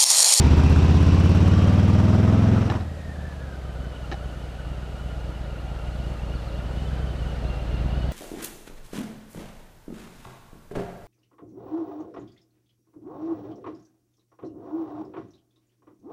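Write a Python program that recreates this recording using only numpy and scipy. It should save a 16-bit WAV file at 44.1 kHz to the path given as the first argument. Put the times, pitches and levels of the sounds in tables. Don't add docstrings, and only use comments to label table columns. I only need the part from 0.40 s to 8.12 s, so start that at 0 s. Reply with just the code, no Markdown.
import sys
import numpy as np
from scipy import signal
from scipy.io import wavfile
from scipy.ndimage import uniform_filter1d

SR = 44100
rng = np.random.default_rng(int(sys.argv[2]) if len(sys.argv) > 2 else 0)


def log_audio(samples):
    frames = np.atleast_2d(samples).T
    limited = np.clip(frames, -1, 1)
    pcm = np.round(limited * 32767).astype(np.int16)
    wavfile.write(sys.argv[1], SR, pcm)


def makeup_ratio(level_db):
    decades = np.asarray(level_db, float) / 20
    return 10 ** decades


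N = 340452
T = np.arange(N) / SR

# (time [s], four-stroke cycle rate [Hz])
IDLE_CYCLE_HZ = [(2.2, 11.92), (2.6, 11.29), (3.2, 9.29), (3.6, 8.75), (4.4, 8.74), (5.4, 8.36),
                 (5.6, 8.71), (6.0, 8.27), (6.6, 9.16), (7.2, 8.18), (7.72, 8.97)]


def rms_one(x):
    return x / np.sqrt(np.mean(x ** 2) + 1e-20)


def in_time(rows):
    s, *columns = np.transpose(rows)
    return [np.interp(T, s, c) for c in columns]


def drift(rate):
    r = np.exp(-80 * np.pi * rate / SR)
    slow = signal.lfilter([1], [1, -2 * r, r * r], rng.standard_normal(N // 40 + 2002))[2000:]
    return np.interp(np.arange(N) / 40, np.arange(len(slow)), rms_one(slow))


def band(x, low_hz, high_hz):
    return signal.sosfilt(signal.butter(2, [low_hz, high_hz], "band", fs=SR, output="sos"), x)


def band_noise(low_hz, high_hz):
    return rms_one(band(rng.standard_normal(N), low_hz, high_hz))


def street():
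    leaves = makeup_ratio(-62.5 + drift(1.2)) * band_noise(2700, 8850)
    return leaves + makeup_ratio(-74) * band_noise(10200, 13000)


def birds():
    # (time [s], length [s], start pitch [Hz], end pitch [Hz], level [dB])
    chirps = [
        (5.94, .04, 4900, 3900, -52),
        (5.975, .025, 3640, 3400, -53),
        (6.056, 0.06, 4930, 3300, -54),
        (6.176, .02, 3300, 3700, -53),
        (6.46, 0.031, 3700, 3300, -51),
        (7.06, 0.037, 3900, 4400, -51),
    ]
    out = np.zeros(N)
    for s, length_s, from_hz, to_hz, db in chirps:
        share = np.clip((T - s) / length_s, 0, 1)
        cycles = np.cumsum(from_hz + (to_hz - from_hz) * share) / SR
        out += makeup_ratio(db) * np.sin(np.pi * share) * np.sin(2 * np.pi * cycles)
    return out


def clunks():
    # (time [s], peak level [dB])
    blows = [(2.3, -19.5), (2.303, -23), (2.311, -25), (2.341, -30), (2.36, -35), (2.409, -34),
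             (3.7155, -24.5), (3.7185, -24.5), (3.7225, -22.5), (3.7279, -25), (3.733, -27), (3.742, -28)]
    # (frequency [Hz], level [dB], t60 [s])
    modes = [(375, -3, .025), (800, 0, .03), (1050, -4, .015), (1300, -5, .015), (1760, -6, .02),
             (2300, -6, .008), (2900, -5, .008), (3850, -7, .007), (5200, -9, .005)]
    push = .12
    decay = np.exp(-np.arange(400) / SR / 0.0014)
    burst, out = np.zeros(N), np.zeros(N)
    contacts = rng.standard_normal((len(blows), 400))
    for (s, db), grit in zip(blows, contacts):
        i = round(s * SR)
        burst[i:i + 400] += makeup_ratio(db - 20) * (push + grit) * decay
    for hz, db, t60_s in modes:
        r, w = makeup_ratio(-60 / (t60_s * SR)), 2 * np.pi * hz / SR
        out += makeup_ratio(db) * signal.lfilter([0, np.sin(w)], [1, -2 * r * np.cos(w), r * r], burst + 1e-18)
    through_cases = signal.butter(3, 5500, fs=SR, output="sos")
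    return signal.sosfilt(through_cases, out + makeup_ratio(10) * band(burst, 400, 3500))


def crank(speed, start):
    rate_hz, = in_time(speed)
    return start + np.cumsum(rate_hz * (T >= speed[0][0])) / SR


def clatter(spectrum, casing, throb, bright_db, patchy_db):
    out, edges_hz = 0, 250 * 2 ** (np.arange(19) / 3)
    white = rng.standard_normal((3, N))
    hz, db = np.transpose(spectrum)
    for k, (low, high) in enumerate(zip(edges_hz, edges_hz[1:])):
        level_db = np.interp(np.log(low * high) / 2, np.log(hz), db)
        level_db = level_db + bright_db * np.clip(np.log2(low / 1500), 0, 1)
        out = out + makeup_ratio(level_db + patchy_db * drift(27.5)) * band(white[k % 2], low, high)
    out = rms_one(out)
    for mid_hz, width_hz, ring_db in casing:
        ringing = rms_one(band(white[2], mid_hz - width_hz / 2, mid_hz + width_hz / 2))
        out = out + makeup_ratio(ring_db + bright_db * (mid_hz > 1500)) * ringing
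    return out * throb / throb.mean()


def gears(cycles, meshes, wobble, flicker_db):
    out, rate = 0, np.gradient(cycles)
    for multiple, db, wander in meshes:
        uneven = wander * drift(25.74) + wobble * np.sin(4 * np.pi * cycles)
        turned = cycles + np.cumsum(rate * uneven)
        out = out + makeup_ratio(db + flicker_db * drift(51)) * np.sin(2 * np.pi * multiple * turned)
    return out


def ticks(cycles, bright_db):
    force = makeup_ratio(2.5 * rng.standard_normal((170, 2)))
    gate = 0
    for k, share in enumerate([0.58, 0.95]):
        since = (cycles - share) % 1
        turn = (cycles - share + 1).astype(int)
        gate = gate + force[turn, k] * since / 0.025 * np.exp(-since / 0.042)
    hiss = makeup_ratio(-19 + bright_db) * band_noise(6000, 11500)
    return gate * (hiss + makeup_ratio(0.5) * band_noise(870, 1370))


def snaps(cycles):
    depth = makeup_ratio(2.5 * rng.standard_normal((170, 2)))
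    shuttings = [(.228, .009), (.808, .009)]
    dips = 0
    for k, (share, width) in enumerate(shuttings):
        ahead = cycles - share + .5
        dips = dips + depth[ahead.astype(int), k] * np.exp(-((ahead % 1 - .5) / width) ** 2)
    return -.9 * (dips - uniform_filter1d(dips, 900))


def exhaust(cycles, waves, rear_lag, rear_db, orders, uneven_db, jitter):
    out = np.zeros(N)
    for cylinder, lag in enumerate([0, rear_lag]):
        firing = 1.3 * np.tanh(rng.standard_normal((170, 2 + len(waves))))
        for k, (share, width, *height) in enumerate(waves):
            ahead = cycles - lag - share + 2.5
            turn = ahead.astype(int)
            offset = ahead - turn - .5 - jitter * firing[turn, 0]
            strength = firing[turn, 1] + .5 * firing[turn, 2 + k]
            force = makeup_ratio(cylinder * rear_db + uneven_db * strength)
            out += height[cylinder] * force * np.exp(-np.abs(offset / width) ** 2.2)
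    overtones = 0
    for multiple, db in orders:
        overtones = overtones + makeup_ratio(db + 2 * drift(0.43)) * np.sin(2 * np.pi * multiple * cycles)
    return rms_one(out - uniform_filter1d(out, 1900)) + overtones


def lean():
    lean_s = [2.6, 2.74, 2.95, 3.16, 3.55, 3.95, 4.16, 4.56, 4.95, 5.2, 5.4, 5.79, 6.04, 6.29, 6.74, 6.97,
              7.18]
    return sum(np.exp(-((T - s) / .06) ** 2) for s in lean_s)


def approach():
    # (time [s], distance [m])
    distance = [(2.2, 24.8), (4.3, 21.2), (4.9, 19.8), (5.9, 15.5), (6.3, 13.6), (7.1, 11.7), (7.4, 10.6),
                (7.72, 9.3)]
    (metres,), (rate_hz,) = in_time(distance), in_time(IDLE_CYCLE_HZ)
    near_db = 20 * np.log10(10 / metres)
    braking_db = 4 * np.clip(rate_hz - 9.5, 0, 1) * np.clip((T - 2.62) / 0.091, -1, 1)
    whine_db = -55 + (np.minimum(rate_hz, 9.1) - 8.91) + braking_db
    clutch_in_s = 3.44
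    overtone_db = -50 + near_db - 10 * np.clip((clutch_in_s - T) / .3, 0, 1)
    return -26.2 + near_db, -40 + 0.69 * near_db, whine_db, overtone_db


def rolling_in():
    waves = [(0.05, 0.027, -0.03, -0.32), (0.132, 0.028, 1.35, 0.85), (0.191, 0.018, -0.33, -0.17),
             (0.23, 0.019, -0.77, -0.75), (0.274, 0.036, 1.08, 1.0), (0.345, 0.023, -0.47, -0.56),
             (0.431, 0.042, 0.46, 0.45), (0.505, 0.016, -0.67, -0.29), (0.55, 0.041, 0.67, -0.4)]
    # (multiple of cycle rate [1], level re exhaust [dB])
    orders = [(13, -20), (16, -24), (38, -25)]
    # (frequency [Hz], density [dB per Hz])
    spectrum = [(180, 22), (300, -3.5), (641, 1.5), (731, -3), (1120, -11.5), (1460, -10), (2480, -17),
                (2920, -15), (3230, -16.5), (15500, -52)]
    # (frequency [Hz], width [Hz], level re clatter [dB])
    casing = [(582, 223, -7.5), (1240, 185, -15), (4344, 290, -26)]
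    # (multiple of cycle rate [1], level [dB], wander [share])
    idle_meshes = [(166, 0, .018), (150, -6, .03)]
    overtone_meshes = [(333, -2.5, .022), (394, -26, .02), (501, -15, .02)]
    coast_meshes = [(132, -56, 0.0081), (210, -84, 0.01)]
    cycles = crank(IDLE_CYCLE_HZ, .5385)
    exhaust_db, clatter_db, whine_db, overtone_db = approach()
    short_charge = lean()
    pulses = exhaust(cycles, waves, .582, 0, orders, uneven_db=1.2, jitter=.006)
    pulses = pulses + makeup_ratio(-8 * short_charge) * snaps(cycles)
    pulses = makeup_ratio(.1 - 3 * short_charge) * (pulses + .5 * band(pulses, 110, 260))
    throb = 1 + 0.039 * uniform_filter1d(np.abs(pulses), 300)
    rumble = makeup_ratio(-15) * band_noise(70, 260)
    noise = makeup_ratio(clatter_db) * clatter(spectrum, casing, throb, 0, patchy_db=1.2)
    coast_gate = np.clip((3.68 - T) / .3, 0, 1) * np.clip((T - 2.6) / 0.5, 0, 1)
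    coasting = coast_gate * gears(cycles, coast_meshes, wobble=0.0032, flicker_db=-2.0)
    wobble = .02 * (8.6 / np.gradient(cycles + T) / SR) ** 3
    whine = makeup_ratio(whine_db) * gears(cycles, idle_meshes, wobble, flicker_db=5.0)
    whine += makeup_ratio(overtone_db) * gears(cycles, overtone_meshes, wobble, flicker_db=4.5)
    fade = np.clip((T - 2.2) / .28, 0, 1)
    return fade * (makeup_ratio(exhaust_db) * (pulses + rumble) + noise + whine + coasting)


def throttle():
    shut_s = np.maximum(T - 2.17, 0)
    exhaust_db = -13.8 - 1.0 * T - 31 * shut_s - 53 * shut_s ** 2
    rear_db = -8 * np.minimum(shut_s / 0.085, 1)
    bark_db = 2.5 * np.exp(-T / 0.25)
    slack_db = -120 * np.maximum(T - 2.346, 0)
    bright_db = .6 - 4 * np.clip(T - 0.87, 0, 2)
    return exhaust_db, rear_db, -32.5 + bark_db + slack_db, bright_db


def pulling_away():
    # (time [s], four-stroke cycle rate [Hz])
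    speed = [(0.0, 14.96), (0.9, 17.78), (1.2, 18.83), (2.2, 21.57), (2.5, 19.24)]
    waves = [(0.632, 0.029, 0.66, 1.19), (0.653, 0.027, -0.8, -0.67), (0.705, 0.027, -0.6, -0.42),
             (0.793, 0.045, 0.55, 1.17), (0.8, 0.031, 0.45, -1.34), (0.836, 0.031, -0.56, 0.22),
             (0.895, 0.029, -0.63, -0.56), (0.967, 0.037, 0.21, 0.13), (1.028, 0.015, -0.33, 0.23),
             (1.107, 0.031, -0.43, -0.19)]
    # (multiple of cycle rate [1], minus = opposite polarity, level re exhaust [dB])
    orders = [(-17, -25.5), (19, -41), (21, -29), (23, -29), (25, -28), (28, -33.5)]
    # (frequency [Hz], density [dB per Hz])
    spectrum = [(180, -15), (300, 0.5), (552, -10.5), (610, 0.5), (781, -11.5), (1240, -12.5), (2140, -20),
                (2650, -19.5), (5470, -27.5), (15500, -62)]
    # (frequency [Hz], width [Hz], level re clatter [dB])
    casing = [(930, 134, -17), (2570, 470, -17), (5570, 460, -22), (7620, 140, -32.5)]
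    # (multiple of cycle rate [1], level [dB], wander [share])
    meshes = [(30.85, -43.5, 0.001), (61.3, -50, 0.0089), (154, -55.5, 0.0119), (169.4, -55.5, 0.0119)]
    cycles = crank(speed, .0075)
    exhaust_db, rear_db, clatter_db, bright_db = throttle()
    pulses = exhaust(cycles, waves, .4116, rear_db, orders, uneven_db=.4, jitter=.001)
    pipe_hz, pipe_width_hz = 241, 118
    standing = band(pulses, pipe_hz - pipe_width_hz / 2, pipe_hz + pipe_width_hz / 2)
    pulses = pulses + makeup_ratio(-13 + 10.6 * np.exp(-T / 0.63)) * standing
    pulses = pulses + np.maximum(.7 - .75 * T, -.6) * band(pulses, 300, 480)
    throb = 1 + 0.29 * uniform_filter1d(np.abs(pulses), 200)
    noise = clatter(spectrum, casing, throb, bright_db, patchy_db=0.78)
    turning_db = 5 * (np.minimum(T, 1.6) - 1.2)
    hidden_db = -14 * np.clip(T - 1.15, 0, .6)
    meshing = makeup_ratio(36 + turning_db) * gears(cycles, meshes[:1], wobble=.002, flicker_db=3.5)
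    meshing += makeup_ratio(37.5 - turning_db / 2) * gears(cycles, meshes[1:2], wobble=0.0036, flicker_db=5.5)
    meshing += makeup_ratio(38 + hidden_db) * gears(cycles, meshes[2:], wobble=0.004, flicker_db=4.5)
    rumble = makeup_ratio(-21) * band_noise(40, 300)
    metal = noise + ticks(cycles, bright_db) + makeup_ratio(rear_db) * meshing
    fade = np.clip((2.5 - T) / 0.057, 0, 1)
    return fade * (makeup_ratio(exhaust_db - 1.25) * (pulses + rumble) + makeup_ratio(clatter_db) * metal)


def scene():
    return (street() + birds() + clunks() + rolling_in() + pulling_away())[None]


def roll_off(x):
    return signal.sosfilt(signal.butter(12, 15610, fs=SR, output="sos"), x)


def record(dry):
    return roll_off(dry)


dry = scene()
out = record(dry)
log_audio(out)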